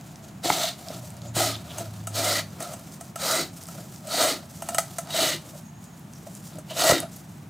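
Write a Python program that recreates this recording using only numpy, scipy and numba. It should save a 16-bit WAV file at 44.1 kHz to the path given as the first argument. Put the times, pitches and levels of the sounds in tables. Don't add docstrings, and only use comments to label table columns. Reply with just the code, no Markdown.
import sys
import numpy as np
from scipy import signal
from scipy.fft import rfft, irfft
from scipy.io import wavfile
from scipy.ndimage import uniform_filter1d
from numba import njit

SR = 44100
rng = np.random.default_rng(int(sys.argv[2]) if len(sys.argv) > 2 else 0)


def field_ratio(decibels):
    return 10 ** (np.asarray(decibels, dtype=float) / 20)


def store_pcm(level_fs):
    pcm = np.round(np.clip(level_fs, -1, 1) * 32767).astype(np.int16)
    wavfile.write(sys.argv[1], SR, np.atleast_2d(pcm).T)


N = 330353

# (pitch [Hz], width [Hz], level [dB])
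BLADE_MODES = [(1990, 120, -2), (3430, 1100, -4), (2997, 210, 1.5), (3870, 57, 8), (4440, 610, 9.5),
               (5220, 1350, 5.5), (1740, 560, -13.5), (2425, 72, -4)]
# (pitch [Hz], width [Hz], level [dB])
TEETH_MODES = [(6550, 250, 6.5), (6690, 170, 6), (7450, 1400, -6), (8250, 310, 11), (8900, 300, -3.5),
               (10230, 170, 3)]
# (centre [Hz], width [Hz], level [dB])
GLOVE_BRIGHT = [(6550, 3500, -0.5), (9280, 2800, 0.5), (11240, 5450, -1.5), (15400, 1600, -8)]
# (start [s], attack [s], hold [s], release [s], heaviest after the attack [s])
STROKES = [
    (0.429, 0.021, .24, 0.11, .0),
    (1.345, 0.022, 0.13, 0.14, 0),
    (2.125, 0.058, 0.21, 0.058, 0.012),
    (3.179, 0.046, 0.19, 0.13, 0.11),
    (4.071, 0.12, 0.13, 0.14, 0.038),
    (5.102, 0.077, 0.17, 0.074, 0.045),
    (6.747, 0.067, 0.14, 0.12, 0.065),
]


def level(x, db):
    return x * field_ratio(db) / np.sqrt(np.mean(x ** 2))


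@njit
def svf(x, hz, width):
    y, band, low = np.empty(len(x)), 0., 0.
    for i in range(len(x)):
        g, k = np.tan(np.pi * hz[i] / SR), width / hz[i]
        v = (band + g * (x[i] - low)) / (1 + g * (g + k))
        band, low, y[i] = 2 * v - band, low + 2 * g * v, k * v
    return y


def band_twice(x, hz, width):
    centre = np.zeros(N) + hz
    return svf(svf(x, centre, 1. * width), centre, 1. * width)


def walk(rate):
    k = int(SR / rate)
    held = np.repeat(rng.standard_normal(4000)[:N // k + 1], k)
    return 1.3 * uniform_filter1d(uniform_filter1d(held, k), k)[:N]


def ring(x, modes, drift=0., vary_db=0., flip=-1, ratio=0.98, feed_db=()):
    x = np.atleast_2d(x)
    shares = field_ratio(np.transpose(modes)[2])
    feed_db = [*feed_db, *np.zeros(len(modes))]
    out = 0
    for k, (hz, width, _) in enumerate(modes):
        drive = x[k % len(x)] * field_ratio(feed_db[k] + vary_db * walk(25)) + 1e-18
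        moving_hz = hz * ratio * (1 + drift * walk(6))
        out = out + flip ** k * shares[k] / np.sqrt(width) * svf(drive, moving_hz, 1. * width)
    return out / np.sqrt(np.pi / SR * np.sum(shares ** 2))


def curve(table):
    s, *columns = np.transpose(table)
    return [np.interp(np.arange(N) / SR, s, c) for c in columns]


def grit(scatter_db, catch_db, rate):
    uneven = np.minimum(rng.exponential(size=N), 4)
    sizes = field_ratio(scatter_db * uneven + catch_db * walk(rate))
    return level(rng.standard_normal(N) * sizes, 0)


def tone(table, wobble):
    first, last = table[0], table[-1]
    hz, db = curve([(first[0] - .05, first[1], -120), *table, (last[0] + .05, last[1], -120)])
    turn = 2 * np.pi * np.cumsum(hz * (1 + wobble * walk(68))) / SR
    return np.sqrt(2) * field_ratio(db) * np.sin(turn)


def milliseconds():
    return np.arange(N * 1000 // SR + 1)


def per_sample(slow):
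    return np.interp(np.arange(N) / SR, np.arange(len(slow)) / 1000, slow)


def swells(peak_s, rise_s, fall_s, db):
    late = milliseconds() / 1000 - peak_s[:, None]
    fade_db = 17 * np.maximum(late / fall_s[:, None], -late / rise_s[:, None])
    return db[:, None] - fade_db


def kitchen():
    # (pitch [Hz], level [dB per Hz])
    colour = [(18, -57), (30, -27), (95, -1.5), (174, 5.5), (319, -13), (486, -26), (684, -15), (1910, -26),
              (4080, -32.5), (4420, -35), (6720, -34), (14800, -39.5), (16000, -39)]
    hz, db = np.transpose(colour)
    log_hz = np.log(np.fft.rfftfreq(N, 1 / SR) + 1)
    wide_db = np.interp(log_hz, np.log([200, 400, 4400, 8000]), [-22.5, -3.5, -7.5, -13.0])
    mid_db = np.interp(log_hz, np.log(hz), db)
    spectra = rfft(rng.standard_normal((2, N))) * field_ratio(mid_db + [0 * wide_db, wide_db])
    mid, side = irfft(spectra, N)
    breathing = field_ratio(0.22 * walk(0.35))
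    return level((mid + side * np.array([[1], [-1]])) * breathing, -42.5)


def road():
    pass_s, width_s = 2.7, 2.3
    rumble = band_twice(rng.standard_normal(N), 160, 120)
    return level(rumble, -58) * np.exp(-((np.arange(N) / SR - pass_s) / width_s) ** 2)


def contact():
    # (tearing [dB], lost 0.1 s off the peak [dB],
    # hiss, bowl and table against tearing [dB, dB, dB])
    force = [(-28.5, -0.26, 0.26, -1, -3), (-25, 1, 2, 1, -7.5), (-28.5, -1.5, 1.6, 0.5, -9),
             (-27, 3, 3.5, 1.5, -10), (-25.5, 3.5, 3.2, 5, -8), (-23.5, 4.5, 1.5, -2, -7.5),
             (-22, 4, 2.5, 3.5, -8.5)]
    # (peak [s], rise [s], fall [s], hiss [dB],
    # bowl against hiss [dB])
    brushes = [(.07, 0.39, 0.52, -51.5, -2.5), (.24, 0.048, 0.053, -50.5, 1),
               (.285, 0.028, 0.026, -48.5, 6.5), (.8, 0.11, 0.23, -44, -3), (.905, 0.052, 0.33, -49, 0),
               (.945, 0.12, 0.039, -40.5, 4), (1.297, 0.51, 0.049, -52.5, 4.5), (1.68, 0.14, 0.13, -53, 2),
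               (1.8, 0.23, 0.12, -39, 0.5), (1.956, 0.13, 0.24, -47, -2.5), (2.1, 0.067, .08, -54, 5),
               (2.514, 0.11, 0.053, -46, -1), (2.625, 0.11, 0.25, -39.5, 1),
               (2.725, 0.14, 0.038, -41.5, -4), (3.69, 0.063, 0.28, -41, -32),
               (3.775, 0.18, 0.12, -47.5, 3), (4.44, 0.13, 0.048, -63.5, 18.5),
               (4.674, 0.11, 0.28, -43, -1), (5.0, 0.75, .1, -44.5, -5), (5.085, 0.059, 0.045, -49.5, 10),
               (5.43, 0.15, 0.17, -49, -0.5), (5.557, 0.31, 0.13, -45, -11), (6.48, 0.39, 0.12, -45, -16),
               (6.55, 0.13, 0.075, -49, 3),
               (6.712, 0.044, 0.029, -36.5, 0.5),
        (6.911, 0.01, .007, -21, -4),
        (7.033, 0.053, 0.051, -56, 22),
    ]
    # (peak [s], rise [s], fall [s], hiss [dB])
    rustles = [(1.073, 0.38, 0.12, -45.5), (2.968, 0.59, 0.13, -44.5), (3.078, 0.056, 0.049, -43),
               (3.572, 0.065, 0.22, -40), (3.966, 0.2, 0.071, -43), (4.585, 0.22, 0.066, -41),
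               (5.847, 0.065, 0.057, -50), (5.98, 0.16, 0.085, -49.5), (6.166, 0.088, 0.061, -45),
               (6.275, 0.052, .05, -46), (6.358, 0.068, 0.029, -44), (7.159, 0.095, 0.1, -41.5),
               (7.3, 0.068, 0.29, -50.5)]
    peak_shares = (1.01, 1.2, 1.6, 2.1)
    # (tearing, hiss, bowl, table) [dB]
    slowing_loss = (0.5, 5, 6, -12.5)
    # (tearing, hiss, bowl, table) [dB]
    rest_levels = (-111, -81, -82, -56)

    start, attack, hold, release, peak = np.transpose(STROKES)[:, :, None]
    tear_db, off_peak_db, *others_db = np.transpose(force)[:, :, None]
    age = milliseconds() / 1000 - start - attack
    stroke = tear_db - 18.5 * np.maximum(-age / attack, 0) ** 1.71
    stroke = stroke - 34 * np.maximum((age - hold) / release, 0)
    off = 10 * np.abs(np.clip(age, 0, hold) - peak)
    slowing = np.clip(age / hold, 0, 1) ** 4.3
    strokes = []
    for db, share, slow_db in zip([0, *others_db], peak_shares, slowing_loss):
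        strokes.append(stroke + db - share * off_peak_db * off - slow_db * slowing)
    strokes[-1] = strokes[-1] - 5.5 * off ** 2

    glove_bowl_db = -11.5
    light = [*brushes, *[(*row, glove_bowl_db) for row in rustles]]
    *shape, bowl = np.transpose(light)
    touch, bowl = swells(*shape), bowl[:, None]
    touches = touch - 2 + 0.6 * bowl, touch, touch + bowl, touch + 0.92 * bowl - 7
    levels = []
    for a, b, rest in zip(strokes, touches, rest_levels):
        power = np.sum(field_ratio(2 * a), axis=0) + np.sum(field_ratio(2 * b), axis=0) + field_ratio(2 * rest)
        levels.append(per_sample(10 * np.log10(power)))
    return levels


def load():
    # (bowl pitch at start [ratio], at end [ratio], upper modes [dB], blade pitch [ratio])
    loads = [(1.054, 1.094, -10, 0.93), (1.004, 1.06, -6.5, 1.02), (1.01, 0.98, -6.5, 0.99),
             (0.94, 1, -2, 1.01), (1, 0.97, -7, .99), (1.106, 0.946, -5.5, 0.98), (0.97, 1.034, -9, 0.972)]
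    rows = []
    for (s, attack, hold, _, _), (first, last, *rest) in zip(STROKES, loads):
        rows += [(s, first, *rest), (s + attack + hold, last, *rest)]
    return curve(rows)


def bearing():
    feeds = [(-2, 8, -5, -6, 0.5), (-2, 8, -1.8, -4, -3), (4.5, 8.5, -0.5, -7.5, 1.8),
             (6, -15, -6, -3, 2.5), (4.5, 8, 2.5, -2, 3.5), (6.5, 13.5, 1.5, -4, 1),
             (6.5, -3, 4.5, -2.5, 0)]
    # (first mode [dB], fourth mode [dB])
    travel = [(0, 0), (-3, -5), (6, 0), (6, -3), (9, -2), (4, -14), (13, -3)]
    rows = []
    for (s, attack, hold, _, _), feed, (first, fourth) in zip(STROKES, feeds, travel):
        change = np.array([first, 0, 0, fourth, 0])
        rows += [(s, *(feed - .5 * change)), (s + attack + hold, *(feed + .5 * change))]
    return curve(rows)


def grips():
    # (time [s], gain [dB])
    moments = [(0.466, -2.5), (0.499, 1), (0.526, 2), (0.535, 0), (0.559, -1.3), (0.601, -2), (0.618, 4.5),
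               (0.637, 3.5), (0.654, 1.5), (0.673, 2), (0.688, 3), (0.699, -5), (1.402, 2.5), (1.429, 0),
               (1.478, 0), (1.516, 2), (2.221, 0), (2.25, 4), (2.338, 0), (2.392, 1), (2.411, 3),
               (3.212, -3.5), (3.228, -4), (3.285, 2), (3.313, 3), (3.339, -4), (4.211, 2.5), (4.355, -2.5),
               (5.132, -5.5), (5.169, 0.5), (5.191, 0), (5.198, -4), (5.337, -1), (6.896, 4), (6.913, 5.5),
               (6.922, -5), (6.944, -3), (6.982, 4)]
    s, db = np.transpose(moments)[:, :, None]
    width_ms = 5.3
    bumps = db * np.exp(-((milliseconds() - 1000 * s) / width_ms) ** 2)
    return per_sample(0.73 * np.sum(bumps, axis=0))


def rasp():
    # (pitch [Hz], width [Hz], level [dB])
    table_modes = [(284.7, 20, 0), (345, 36, 3), (426, 167, 0.5)]
    # (pitch [Hz], width [Hz], level [dB])
    bowl_modes = [(556, 77, -5), (638, 67, 0.5), (727, 125, -6)]
    # (pitch [Hz], width [Hz], level [dB])
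    upper_modes = [(814, 290, -4), (1248, 86, -1.5), (1384, 110, 0)]
    # (centre [Hz], width [Hz], level [dB])
    glove_dark = [(2300, 5700, -0.58), (4760, 2600, 1.1)]

    tear_db, hiss_db, bowl_db, push_db = contact()
    pressed = np.clip((tear_db + 49.5) / 14, 0, 1)
    jitter_db = 0.49 * walk(40) + 0.75 * walk(220) + (1 - pressed) * 2.37 * walk(110)
    catches = field_ratio(grips() + jitter_db)
    out = ring(field_ratio(push_db) * grit(0.29, 2.5, 60), table_modes)

    shake = field_ratio(bowl_db - 1) * catches * grit(2.2, 0.93, 120)
    ratio, upper_db, blade_ratio = load()
    out += ring(field_ratio(-2.5 * pressed) * shake, bowl_modes, drift=0.0074, vary_db=1.5, ratio=ratio)
    out += ring(field_ratio(upper_db - 2 * (1 - pressed)) * shake, upper_modes, drift=0.0056, vary_db=0.5)

    tearing = tear_db, BLADE_MODES, glove_dark, .75, bearing()
    hissing = hiss_db, TEETH_MODES, GLOVE_BRIGHT, .3, ()
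    for db, modes, rustle, share, feed_db in (tearing, hissing):
        steel = share * pressed
        force = field_ratio(db) * catches
        rows = [steel * force * grit(0.66, 1.5, 300) for _ in range(3)]
        out += ring(rows, modes, drift=0.0064, vary_db=2.0, ratio=blade_ratio, feed_db=feed_db)
        out += ring(np.sqrt(1 - steel ** 2) * force * grit(4.3, 0.26, 300), rustle, vary_db=0.23)
    return out


def snaps():
    # (time [s], level [dB], centre [Hz])
    clicks = [(0.011, -38.5, 3900), (0.158, -36, 4470), (0.885, -29, 5240), (0.9792, -41, 7500),
              (1.0001, -41, 4440), (1.104, -38, 8060), (1.1679, -39.5, 7950), (1.2186, -40, 4940),
              (2.0393, -45, 6790), (2.5052, -42, 6260), (2.796, -36, 9750), (2.84, -48, 5000),
              (2.922, -44, 6120), (3.56, -43, 6790), (3.6363, -32, 8820), (3.6564, -42, 4970),
              (3.6693, -39, 8330), (3.961, -39, 4270), (4.5735, -46, 6570), (5.0344, -41, 6700),
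              (5.0494, -43, 6200), (5.573, -42, 9310), (5.6107, -42, 9450), (5.8417, -37, 7100),
              (5.995, -44, 12000), (6.572, -43, 3000), (6.487, -45, 8000), (5.103, -38, 6000),
              (5.072, -44, 5000), (6.1356, -41, 6350), (6.19, -52, 5880), (6.351, -33, 8000),
              (6.433, -50, 4720), (6.4579, -43, 5640), (6.556, -40, 7880), (6.894, -15, 3870),
              (7.003, -20.5, 9350), (7.163, -33, 12900)]
    out, centre, t = np.zeros(N), np.full(N, 8000.), np.arange(800) / SR
    decay_ms = 1
    for s, db, hz in sorted(clicks):
        at = int(s * SR)
        out[at:at + len(t)] += field_ratio(db) * rng.standard_normal(len(t)) * np.exp(-1000 * t / decay_ms)
        centre[at:] = hz
    return field_ratio(9.5) * svf(svf(out, centre, 5300.0), centre, 7200.0)


def slide():
    # (peak [s], rise [s], fall [s], level [dB], centre [Hz])
    slips = [
        (.12, .25, 0.06, -60, 6900),
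        (0.229, .02, .25, -57, 6900),
        (1.28, 0.066, 0.059, -48.5, 6900),
        (5.87, 0.27, 0.14, -61, 7100),
        (6.16, 0.03, 0.05, -53, 5700),
        (1.72, 0.044, 0.016, -44, 3200),
        (1.55, .05, 0.028, -38, 3560),
    ]
    *shape, centre_hz = np.transpose(slips)
    db = swells(*shape)
    hz = per_sample(centre_hz[np.argmax(db, axis=0)])
    air = band_twice(grit(1.1, 1.5, 84), hz, 1300)
    return field_ratio(per_sample(np.max(db, axis=0))) * level(air, 0)


def taps():
    # (time [s], tick [dB], bowl [dB], blade [dB])
    hits = [(0.4344, -30, -40, -22), (0.9024, -46, -52, -52), (1.353, -28, -52, -22),
            (1.7818, -22.5, -28, -42), (2.0703, -22, -29.5, -24), (2.1314, -38, -47, -33),
            (2.154, -25, -31, -28), (2.603, -25.5, -27.5, -40), (2.6239, -25, -37, -46),
            (2.7345, -29.5, -32, -34), (3.0086, -29.5, -34.5, -33), (3.1571, -24, -30.5, -26),
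            (3.6837, -46, -37.5, -53), (4.0701, -31, -41, -29), (4.6207, -24, -28.5, -28),
            (4.6866, -20, -22.5, -21.5), (4.7194, -43, -41, -45), (4.7448, -18, -21.5, -21),
            (4.782, -9, -13, -6), (4.9836, -19, -23.5, -20), (5.0714, -42, -38.5, -28),
            (5.1045, -31, -33.5, -14), (5.1879, -24, -27, -5), (5.5458, -44, -57, -53),
            (6.2678, -52, -37.5, -54), (6.5844, -33, -44, -37), (6.6927, -54, -55, -55),
            (6.7655, -44, -42, -32), (6.9075, -30, -19, -23), (7.0294, -39, -33, -53)]
    upper_levels = [-4, 0, -3, -4, 3, 0, 0, 0, 0, -9, 0, 7, 0, 4, -5, -5, -16, -1, 3.5, -1, 0, 0, 0, 9, -7,
                    4, 3, 0, 4, 0]
    # (pitch [Hz], width [Hz], level [dB])
    rim_modes = [(690, 42, 3.5), (797, 89, 3.5), (1323, 49, 7.5), (1810, 61, -5), (884, 76, 0),
                 (2790, 73, 5.5), (3740, 160, 4), (1370, 110, -13), (2370, 170, 9)]

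    tick, blade, bowl = np.zeros(N), np.zeros(N), np.zeros(N)
    t = np.arange(4000) / SR
    chatter_ms = 3.17
    age = 1000 * t / chatter_ms
    knock = 0
    for lag_s, size in ((.0006, -0.26), (.0028, 1), (.0045, .4)):
        knock = knock + size * np.exp(-((t - lag_s) / .0001) ** 2)
    tick_shape = (1 - np.exp(-age / 0.18)) * (np.exp(-age) + 0.35 * np.exp(-age / 6))
    rattle_shape = 0.35 * (1 - np.exp(-age / 0.3)) * np.exp(-age / 2.8)
    for s, tick_db, bowl_db, blade_db in hits:
        at = slice(int(s * SR), int(s * SR) + len(t))
        bright_noise, dull_noise = rng.standard_normal((2, len(t)))
        tick[at] += field_ratio(tick_db) * bright_noise * tick_shape
        blade[at] += field_ratio(blade_db) * dull_noise * np.exp(-age / 1.4)
        bowl[at] += field_ratio(bowl_db) * (knock + dull_noise * rattle_shape)

    latest = np.searchsorted(np.transpose(hits)[0], np.arange(N) / SR) - 1
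    upper_db = np.asarray(upper_levels)[np.maximum(latest, 0)]
    bowl = signal.sosfilt(signal.butter(2, 560, "highpass", fs=SR, output="sos"), bowl)
    tick = signal.sosfilt(signal.butter(4, 5600, "highpass", fs=SR, output="sos"), tick)
    out = field_ratio(-1.0) * svf(tick, np.full(N, 8200.), 5400.0)
    out += field_ratio(-4.5) * ring(tick, TEETH_MODES) + field_ratio(-19.0) * ring(tick, GLOVE_BRIGHT)
    out += field_ratio(-13.5) * ring(blade, BLADE_MODES)
    return out + field_ratio(10.0) * ring(bowl, rim_modes, flip=0.72, ratio=0.99, feed_db=(0, 0, upper_db))


def bites():
    # (time [s], peak [dB], pitch [Hz])
    low_bites = [(0.444, -24, 736), (0.484, -21, 688), (0.541, -28, 715), (0.565, -26, 662),
                 (0.599, -27, 712), (0.638, -19.5, 636), (0.684, -35, 668), (0.876, -37, 705),
                 (0.924, -49, 750), (0.941, -44, 770), (1.034, -38.5, 600), (1.348, -41, 690),
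                 (1.366, -23, 626), (1.413, -20, 694), (1.436, -19, 690), (1.474, -23.5, 643),
                 (1.706, -40, 660), (1.758, -38, 668), (1.785, -37, 700), (1.806, -25, 675),
                 (1.856, -43, 660), (2.173, -23.5, 663), (2.191, -21.5, 658), (2.219, -31, 643),
                 (2.268, -21.5, 583), (2.309, -26, 581), (2.359, -39, 617), (2.625, -32.5, 727),
                 (2.664, -32, 710), (2.706, -32, 637), (3.229, -25, 568), (3.26, -27, 657),
                 (3.295, -31, 566), (3.335, -21, 653), (3.391, -23, 659), (4.124, -26, 650),
                 (4.164, -31, 640), (4.203, -17.5, 654), (4.234, -22, 706), (4.291, -24, 664),
                 (4.723, -29, 690), (4.729, -31, 710), (4.752, -31, 690), (4.771, -33, 680),
                 (5.146, -19, 639), (5.188, -18.5, 637), (5.231, -17.5, 644), (5.279, -26, 617),
                 (5.534, -39, 603), (6.712, -32, 651), (6.765, -26.5, 680), (6.797, -33, 680),
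                 (6.817, -18, 680), (6.832, -26, 662), (6.85, -16.5, 626), (6.868, -13, 666),
                 (6.944, -25, 565), (7.027, -26, 658)]
    # (time [s], peak [dB], pitch [Hz])
    high_bites = [(1.38, -33, 1350), (1.45, -29, 1310), (1.491, -36, 1323), (1.525, -37, 1310),
                  (2.27, -25, 1990), (2.338, -33, 1970), (2.355, -23, 1990), (2.375, -33, 1990),
                  (2.63, -36, 1330), (2.655, -38, 1316), (2.68, -38, 1315), (3.3, -23, 1330),
                  (3.325, -31, 1370), (4.225, -31, 1990), (5.33, -34, 1990), (6.81, -27, 1328),
                  (6.915, -21, 1930), (6.935, -25, 1380), (6.95, -29, 1950), (6.985, -33, 1967),
                  (7.034, -36, 1310)]
    out, t = np.zeros(N), np.arange(4000) / SR
    rise_ms, fall_ms, lead_ms = 5.4, 14.1, 3.03
    shape = (1 - np.exp(-1000 * t / rise_ms)) * np.exp(-1000 * t / fall_ms)
    waver = 1 + 0.032 * walk(150)
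    for s, db, hz in [*low_bites, *high_bites]:
        start = int((s - lead_ms / 1000) * SR)
        at = slice(start, start + len(t))
        turn = 2 * np.pi * np.cumsum(waver[at]) / SR
        out[at] += field_ratio(db + 2.5) * shape * (np.sin(hz * turn) + field_ratio(-16.5) * np.sin(1342 * turn))
    return out


def jolts():
    # (time [s], level [dB], pitch [Hz], thump [dB], decay [ms])
    knocks = [
        (.4565, -9, 714, -32, 2.8),
        (.5012, 6, 846, -27, 1.66),
        (.9035, -16, 610, -32, 2.5),
        (1.3655, -8, 640, -23, 3.2),
        (5.553, -32.5, 623, -60, 7.6),
        (6.266, -30.5, 600, -57, 5.5),
        (6.584, -20, 620, -58, 3),
        (6.706, -33, 647, -58, 26),
        (6.8964, 5, 635, -21, 2.8),
        (6.9205, 9.5, 570, -19, 1.2),
    ]
    out, t = np.zeros(N), np.arange(6000) / SR
    soft_hz, hard_hz = 565, 860
    thump = np.sin(2 * np.pi * 140 * t * (1 - 0.9 * t)) * np.exp(-t / 0.0032) * (1 - np.exp(-t / 0.0021))
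    for s, db, hz, thump_db, decay_ms in knocks:
        hard = np.clip((hz - soft_hz) / (hard_hz - soft_hz), .1, 1)
        turn = 2 * np.pi * hz * t
        body = np.sin(turn) + hard * (0.53 * np.sin(1.5 * turn) + 0.38 * np.sin(2.51 * turn))
        body = body * np.exp(-1000 * t / decay_ms) * (1 - np.exp(-t / 0.0022))
        at = int(s * SR)
        out[at:at + len(t)] += field_ratio(db) * body + field_ratio(thump_db + 13.5) * thump
    return signal.sosfilt(signal.butter(2, 85, "highpass", fs=SR, output="sos"), out)


def engine():
    # (time [s], pitch [Hz], level [dB])
    high_swells = [
        [(0.9, 110.4, -48), (1.018, 124.4, -43), (1.152, 118, -55), (1.216, 116.7, -39.5),
         (1.442, 110.7, -35.5), (1.57, 110, -39), (1.63, 104.3, -56)],
        [(1.66, 106, -70), (1.726, 108.9, -42), (2.176, 105, -36), (2.43, 103, -42.5), (2.54, 99.6, -54)],
    ]
    # (time [s], pitch [Hz], level [dB])
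    low_swell = [(1.05, 89, -51), (1.4, 82.7, -49), (2.19, 80, -57), (2.88, 77, -70)]
    return sum(tone(swell, 0.0089) * field_ratio(walk(10)) for swell in [*high_swells, low_swell])


def glove_squeak():
    # (time [s], pitch [Hz], level [dB])
    squeak = [(5.64, 6600, -70), (5.66, 6600, -58), (5.8, 6650, -68), (5.95, 6670, -68), (6.0, 6560, -75)]
    return tone(squeak, 0.0089) * field_ratio(3.8 * walk(70))


def graze():
    # (peak [s], rise [s], fall [s], level [dB])
    scrapes = [
        (6.7, .012, .05, -47),
        (6.716, .02, 0.057, -45),
    ]
    # (pitch [Hz], width [Hz], level [dB])
    woken_modes = [(2830, 160, -7), (3960, 90, -2), (4520, 200, -6), (3170, 400, -2)]
    db = per_sample(np.max(swells(*np.transpose(scrapes)), axis=0))
    return ring(field_ratio(db) * grit(1.5, 1.5, 200), woken_modes, vary_db=7.0, ratio=0.95)


def room(x):
    # (centre [Hz], width [Hz], level [dB])
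    side_bands = [(330, 190, -14), (680, 340, -25), (1280, 330, -36), (4700, 1000, -25), (2200, 1200, -59),
                  (8900, 15000, -14.5)]
    t60_s, wall_lag_ms = 0.25, 1.7
    t = np.arange(SR // 2) / SR
    tail = rng.standard_normal((2, len(t))) * np.exp(-np.log(1000) * t / t60_s) * (t > .002)
    tail /= np.sqrt(np.sum(tail ** 2, axis=1, keepdims=True))
    sideways = sum(field_ratio(db) * band_twice(x, hz, 1.6 * width) for hz, width, db in side_bands)
    mid, side = signal.fftconvolve([field_ratio(-11) * x, sideways], tail, axes=1)[:, :N]
    wall = np.roll(sideways, int(wall_lag_ms * SR / 1000))
    return mid + (field_ratio(-3.5) * side - field_ratio(-4.5) * wall) * np.array([[1], [-1]])


def scene():
    work = rasp() + snaps() + slide() + taps() + bites() + jolts() + glove_squeak() + graze()
    pan_db = 0.2 * np.array([[-1], [1]]) / 2
    return work * field_ratio(pan_db) + room(work) + kitchen() + road() + engine()


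def band_limit(x):
    return signal.sosfilt(signal.butter(12, 16810, fs=SR, output="sos"), x)


def record(dry):
    top = signal.ellip(6, .5, 24, 15900, fs=SR, output="sos")
    bass = signal.butter(3, 55, "highpass", fs=SR, output="sos")
    mix = signal.sosfilt(np.vstack([bass, top]), dry)
    return band_limit(mix)


dry = scene()
out = record(dry)
store_pcm(out)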